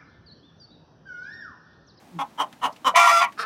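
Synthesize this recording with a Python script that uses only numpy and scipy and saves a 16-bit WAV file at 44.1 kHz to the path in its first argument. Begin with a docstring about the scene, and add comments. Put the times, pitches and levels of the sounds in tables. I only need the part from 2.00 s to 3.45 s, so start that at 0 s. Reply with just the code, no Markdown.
"""A quiet outdoor background, then hens in a small wooden coop, close to the microphone: a low grunt,
four clucks at an even pace, the first fairly clean and the other three hoarse, one loud squawk that
breaks between clean and split tones, a higher cluck. Feet rustle in the straw. Pulses through throat
resonances make the clucks, drifting tones and hoarse air the squawk, a falling tone the grunt, and
filtered noise the straw and the air. Decaying noise echoes give the short ring of the boards."""
import sys
import numpy as np
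from scipy import signal
from scipy.fft import rfft, irfft
from scipy.io import wavfile

SR = 44100
rng = np.random.default_rng(int(sys.argv[2]) if len(sys.argv) > 2 else 0)


def output_pcm(signal):
    """Save a mono or channel-first signal as 16-bit PCM at the path in sys.argv[1].

    Samples are clipped to [-1, 1] before scaling.
    """
    pcm = np.clip(np.atleast_2d(signal).T, -1, 1) * 32767
    wavfile.write(sys.argv[1], SR, np.round(pcm).astype(np.int16))


N = 63945
T = np.arange(N) / SR
ONSET_S = 0.0025  # ramp at the start of every cluck and at both ends of a level table


def amp(db):
    """Decibels to gain."""
    return 10 ** (np.asarray(db) / 20)


def unit(x):
    """Scale to rms 1 over the whole length."""
    return x / np.sqrt(np.mean(x ** 2))


def curve(table, axis):
    """One column of a table, joined by straight lines in time."""
    rows = np.array(table)
    return np.interp(T, rows[:, 0], rows[:, axis])


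def loudness(table, axis):
    """Gain from a dB column, silent outside the table."""
    inside = np.minimum(T - table[0][0], table[-1][0] - T)
    return amp(curve(table, axis)) * np.clip(inside / ONSET_S, 0, 1)


def low_pass(x, order, hz):
    """Butterworth filter that keeps what lies below hz."""
    return signal.sosfilt(signal.butter(order, hz, fs=SR, output="sos"), x)


def high_pass(x, order, hz):
    """Butterworth filter that keeps what lies above hz."""
    return signal.sosfilt(signal.butter(order, hz, "high", fs=SR, output="sos"), x)


def wobble(hz):
    """Smooth chance with spread 1, about hz wide."""
    return unit(low_pass(rng.standard_normal(N), 3, hz))


def resonate(x, hz, width_hz):
    """One resonance, gain 1 at its centre."""
    return signal.lfilter(*signal.iirpeak(hz, hz / width_hz, fs=SR), x)


def formant(x, hz, width_hz):
    """A throat resonance with steep skirts, rms 1."""
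    return unit(resonate(resonate(x, hz, width_hz), hz, width_hz))


def colour(x, points):
    """Causal minimum-phase filter through (Hz, dB) points, by folding the cepstrum."""
    hz, db = np.array(points).T
    size = 2048
    log_axis = np.log(np.fft.rfftfreq(size, 1 / SR) + 1)
    gain = amp(np.interp(log_axis, np.log(hz), db))
    cepstrum = irfft(np.log(gain))
    cepstrum[1:size // 2] *= 2
    cepstrum[size // 2 + 1:] = 0
    return signal.fftconvolve(x, irfft(np.exp(rfft(cepstrum))))[:N]


def cycles(hz, jitter, rate_hz):
    """Running cycle count of an unsteady membrane; jitter is the spread as a share of the pitch."""
    return np.cumsum(hz * (1 + jitter * wobble(rate_hz))) / SR


def tone(phase):
    """Sine of rms 1."""
    return np.sqrt(2) * np.sin(2 * np.pi * phase)


def pulses(phase):
    """One click per cycle, shared between two samples."""
    step = np.maximum(np.gradient(phase), 1 / SR)
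    ramp = np.floor(phase) + np.clip(phase % 1 / step, 0, 1)
    return unit(np.diff(ramp, prepend=ramp[0]))


def puffs(phase):
    """Air that hisses hardest at the start of each cycle."""
    decay_cycles = 0.73
    return unit(rng.standard_normal(N) * np.exp(-(phase % 1) / decay_cycles))


def smear(x):
    """The nearest boards blur each pulse over a few milliseconds and ripple its spectrum."""
    decay_s, echo_db = 0.0054, 0.5
    echo = rng.standard_normal(N) * np.exp(-T / decay_s)
    return unit(x + amp(echo_db) * signal.fftconvolve(x, echo / np.linalg.norm(echo))[:N])


def open_beak(x, treble_db):
    """The gape of the beak raises or lowers the treble."""
    treble_hz = 4020
    low = signal.sosfiltfilt(signal.butter(2, treble_hz, fs=SR, output="sos"), x)
    return low + amp(treble_db) * (x - low)


def outdoor_air():
    """Steady noise, weighted to the lows, from outside the coop."""
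    # spectrum of the background, relative: f/Hz, level/dB
    air_spectrum = [(25, -31), (110, -9.5), (170, -3), (270, -0.5), (400, -12), (800, -8), (1500, -16.5),
                    (4000, -23.5), (15500, -35)]
    air_db = -52.5
    return amp(air_db) * unit(colour(rng.standard_normal(N), air_spectrum))


def grunt():
    """A soft falling note from a closed beak: a tone and its octave, just before the first cluck."""
    # grunt: t/s, f/Hz, level of the fundamental/dB
    grunt_path = [(0.115, 184, -64), (0.145, 177.3, -45.5), (0.168, 161.3, -38.5), (0.200, 155, -63),
                  (0.235, 133, -54)]
    octave_db = -4  # against the fundamental
    phase = cycles(curve(grunt_path, axis=1), jitter=0.0084, rate_hz=43)
    return loudness(grunt_path, axis=2) * (tone(phase) + amp(octave_db) * tone(2 * phase))


def cluck(start, db, swell_db, hz, rough, low_hz, high_hz, high_db, treble_db, hold, fall_db_per_s):
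    """Uneven pulses ring the throat and slow to a creak; the beak opens briefly and lets the rasp out."""
    # spectrum of the rasp, relative: f/Hz, level/dB
    rasp_spectrum = [(250, -9.5), (520, 5), (1300, 9.5), (1550, -8), (1780, 10), (1950, 2), (2150, 9.5),
                     (2450, 3.5), (2700, 1.5), (3800, 0), (4400, -12.5), (5900, -5.5), (6900, -11.5),
                     (8000, -11), (11300, -18), (15500, -21)]
    attack_s, creak_s, creak_drop = .027, .09, .6  # the drop is a share of the pitch
    beak_rise_db, beak_fall_db_per_s = 3, 363  # the treble opens later and shuts sooner
    jitter, breath, snap = .13 * rough, .5 * rough, 0.24  # snap: share of the clicks in the rasp
    low_width_hz, high_width_hz, beak_bend = 326, 297, .15
    chest_hz, chest_db = 283, -42.5

    age = T - start
    closed = np.clip(1 - age / attack_s, 0, 1)
    after = np.maximum(age - attack_s - hold, 0)
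    swell = amp(-swell_db * closed ** 0.89 - fall_db_per_s * after)
    effort = np.clip(age / ONSET_S, 0, 1) * swell
    beak = amp(treble_db - beak_rise_db * closed - beak_fall_db_per_s * after)

    slack = min(rough, 1) * np.sin(np.pi * np.clip(after / creak_s, 0, 1))
    phase = cycles(hz * (1 - creak_drop * slack), jitter, rate_hz=220)
    voice, air = pulses(phase), puffs(phase)

    # the low resonance rises as the beak opens
    gape = np.sqrt(beak / amp(treble_db))
    source = voice + breath * air
    shut = formant(source, low_hz * (1 - beak_bend), low_width_hz)
    wide = formant(source, low_hz * (1 + beak_bend / 2), low_width_hz)
    body = (1 - gape) * shut + np.sqrt(gape) * wide

    chest = amp(chest_db) * unit(resonate(voice, chest_hz, width_hz=59))
    rasp = colour(smear(snap * voice + breath * air), rasp_spectrum)
    bright = unit(rasp) + amp(high_db) * formant(rasp, high_hz, high_width_hz)
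    return effort * (chest + amp(db) * (body + beak * unit(bright)))


def clucks():
    """Four clucks, the first fairly clean and the other three hoarse, each with its own resonances."""
    # start t/s, level/dB, swell/dB, pitch before the creak f/Hz, roughness (0-1),
    # low resonance before the beak bends it f/Hz, high resonance f/Hz, its level against the rasp/dB,
    # treble/dB, hold/s, fall/(dB per s)
    cluck_rows = [(0.187, -25, 2, 271.6, .35, 893, 3340, -11, -10, 0.0055, 642),
                  (0.375, -23, 17.5, 287.3, 0.97, 900, 3070, -1.5, -4.5, 0.018, 455),
                  (0.614, -21.5, 18, 251, 1, 890, 2963, -3, -5, .021, 448),
                  (0.844, -19, 13.5, 268, 0.63, 981, 3005, -3.5, -3.5, 0.013, 433)]
    return sum(cluck(*row) for row in cluck_rows)


def straw():
    """Feet in the straw: each step is a short dry crackle of resonant noise that dies away."""
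    # steps: t/s, level at the start/dB, centre f/Hz
    steps = [(0.527, -44, 1890), (0.725, -50.5, 5170), (0.762, -47.5, 2520), (1.323, -46.5, 2213)]
    decay_s = 0.0099
    out = np.zeros(N)
    for start, db, hz in steps:
        grain = rng.standard_normal(N) * amp(0.83 * wobble(hz=503))
        crackle = unit(resonate(grain, hz, width_hz=1140))
        out += amp(db) * crackle * (T > start) * np.exp(-np.abs(T - start) / decay_s)
    return out


def squawk():
    """A held tone whose voice splits: side tones beat with it, and hoarse air rides on every cycle."""
    # held voice, before shimmer: t/s, pitch f/Hz, fundamental level/dB, octave level/dB,
    # overtone level before the beak shapes the treble/dB
    held = [(0.940, 669.8, -22.5, -68, -76), (0.958, 658.7, -41, -28, -54),
            (0.972, 695.5, -18.5, -38, -27.5), (1.008, 684.4, -24.5, -20, -24),
            (1.066, 691.8, -22.5, -18.5, -30.5), (1.092, 654, -50, -28, -46),
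            (1.116, 687.4, -23.5, -27, -28), (1.130, 680.5, -28, -17, -30.5),
            (1.175, 677.4, -28, -16.5, -29), (1.206, 680, -33, -23, -30), (1.218, 703.2, -21, -22.5, -49),
            (1.246, 696, -44, -26, -53), (1.275, 666, -52, -90, -63)]
    # two side tones of the split voice, before shimmer: t/s, lower f/Hz, lower level/dB,
    # upper f/Hz, upper level/dB
    split = [(0.940, 1000, -44, 1052, -56), (0.960, 995.4, -17, 1060, -12), (0.982, 1018, -15.5, 1084, -31),
             (1.005, 994, -22, 1169, -21), (1.045, 968, -29, 1156, -30), (1.080, 980, -19.5, 1150, -22),
             (1.105, 987, -29.5, 1161, -16.5), (1.130, 963, -38, 1176, -35),
             (1.198, 953.6, -41.5, 1183, -26), (1.218, 1026, -27, 1083, -21),
             (1.250, 955.6, -26.5, 1138, -29), (1.285, 957, -58, 1118, -41)]
    # hoarseness: t/s, air level before hoarse_db and the beak/dB, treble of air and overtones/dB
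    hoarseness = [(0.930, -73, -15), (0.950, -23, -31), (0.960, -15, 4), (0.980, -14.5, -1),
                  (1.020, -21, 0), (1.105, -17, 0), (1.125, -26, 2), (1.200, -29.5, 2), (1.220, -15.5, -9),
                  (1.250, -24, -3), (1.275, -39.5, -41), (1.300, -44, -18)]
    # open throat, relative: f/Hz, level/dB
    throat = [(60, -50), (200, -58), (500, -18), (720, 3), (1100, -1.5), (1350, 5.5), (1520, -15),
              (1750, 3.5), (1920, -0.5), (2080, -0.5), (2380, 6), (2700, -5), (3100, -8.5), (3550, -6.5),
              (4200, -16), (5100, -10.5), (6300, -10), (7500, -16.5), (9200, -16.5), (10000, -21.5),
              (15500, -30)]
    held_jitter, split_jitter, shimmer_db = .005, .009, .8
    hoarse_db, sideband_db, upper_octave_db = -3, -14, -17
    middle_hz, middle_db = 1064, -2  # a third side tone that follows the lower one in level
    slip_cycles = 0.023  # pulses come a little early or late

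    phase = cycles(curve(held, axis=1), held_jitter, rate_hz=130)
    fundamental = loudness(held, axis=2) * tone(phase)
    octave = loudness(held, axis=3) * tone(2 * phase)

    lower_gain = loudness(split, axis=2)
    lower = lower_gain * tone(cycles(curve(split, axis=1), split_jitter, rate_hz=600))
    middle = amp(middle_db) * lower_gain * tone(cycles(middle_hz, split_jitter, rate_hz=600))
    upper_phase = cycles(curve(split, axis=3), split_jitter, rate_hz=330)
    upper_pair = tone(upper_phase) + amp(upper_octave_db) * tone(2 * upper_phase)
    upper = loudness(split, axis=4) * upper_pair

    # multiplying the tones makes sums and differences of their pitches
    beating = lower * (0.67 * tone(phase) + 1.36 * tone(2 * phase) + 4 * tone(3 * phase))
    sidebands = amp(sideband_db) * colour(beating, throat)

    slipping = pulses(phase + slip_cycles * wobble(hz=333))
    overtones = loudness(held, axis=4) * unit(high_pass(colour(slipping, throat), 6, 1750))
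    hoarse_air = unit(colour(smear(puffs(phase)), throat))
    hoarse = amp(hoarse_db) * loudness(hoarseness, axis=1) * hoarse_air
    bright = open_beak(overtones + hoarse, curve(hoarseness, axis=2))

    voice = fundamental + octave + lower + middle + upper + rings() + sidebands + bright
    return voice * amp(shimmer_db * wobble(hz=117))


def rings():
    """Three piercing, wavering high tones of the squawk that sag together as it ends."""
    # high tones: t/s, lowest tone f/Hz, then the level of each tone from low to high/dB
    ring_path = [(0.945, 2351, -46, -50, -62), (0.970, 2383, -21, -34, -61), (1.07, 2328, -30.5, -42, -42),
                 (1.135, 2339, -33.5, -57, -37), (1.2, 2309, -38, -31, -36.5), (1.238, 2247, -31, -45, -43),
                 (1.272, 2156, -43, -56, -70)]
    hz = curve(ring_path, axis=1)
    out = np.zeros(N)
    for axis, ratio in ((2, 1), (3, 1.5), (4, 2.11)):  # pitch against the lowest
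        out += loudness(ring_path, axis) * tone(cycles(ratio * hz, jitter=.012, rate_hz=200))
    return out


def yelp():
    """A higher, squeaky cluck: strong and weak pulses alternate, with air between them."""
    # yelp: t/s, pitch f/Hz, level before the beak shapes the treble/dB, treble/dB
    yelp_path = [(1.362, 401.8, -72, -18), (1.380, 425, -35.5, -9), (1.388, 442.6, -44, 14),
                 (1.394, 456.8, -25, 0), (1.415, 469, -31, 6.5), (1.432, 433, -28, 1),
                 (1.460, 423, -35, -25)]
    # its throat, relative: f/Hz, level/dB
    yelp_throat = [(80, -36), (250, -10), (480, -8), (680, -6.5), (950, 0), (1350, 8.5), (1780, 5),
                   (2100, -9), (2700, -8.5), (4000, -11.5), (5400, -9.5), (5900, -20.5), (11000, -26.5),
                   (15500, -42)]
    jitter, breath, alternation = .04, .5, .5
    phase = cycles(curve(yelp_path, axis=1), jitter, rate_hz=182)
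    voice = pulses(phase) * (1 + alternation * np.cos(np.pi * phase))
    sound = unit(colour(smear(voice + breath * puffs(phase)), yelp_throat))
    return loudness(yelp_path, axis=2) * open_beak(sound, curve(yelp_path, axis=3))


def coop(x):
    """Dense short echoes from the boards; the treble dies first."""
    low_t60_s, treble_t60_s, split_hz = 0.1, 0.028, 1030
    echo_db, delay_s = -3, 0.01  # the level is set before the noise is split into bands

    def fade(t60):
        """Decay of 60 dB in t60 seconds, silent until the delay has passed."""
        return np.exp(-np.log(1000) * T / t60) * (T > delay_s)

    noise = rng.standard_normal(N)
    low = low_pass(noise, 2, split_hz) * fade(low_t60_s)
    high = high_pass(noise, 2, split_hz) * fade(treble_t60_s)
    echo = (low + high) / np.linalg.norm(fade(low_t60_s))
    return x + amp(echo_db) * signal.fftconvolve(x, echo)[:N]


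def scene():
    """Hens and straw inside the coop, over the outdoor air."""
    hens = grunt() + clucks() + squawk() + yelp()
    return (outdoor_air() + coop(hens + straw()))[None]


def record(dry):
    """The recorder cuts the top with a steep low-pass."""
    top_hz = 15850
    return signal.sosfilt(signal.ellip(10, .2, 80, top_hz, fs=SR, output="sos"), dry)


dry = scene()
out = record(dry)
output_pcm(out)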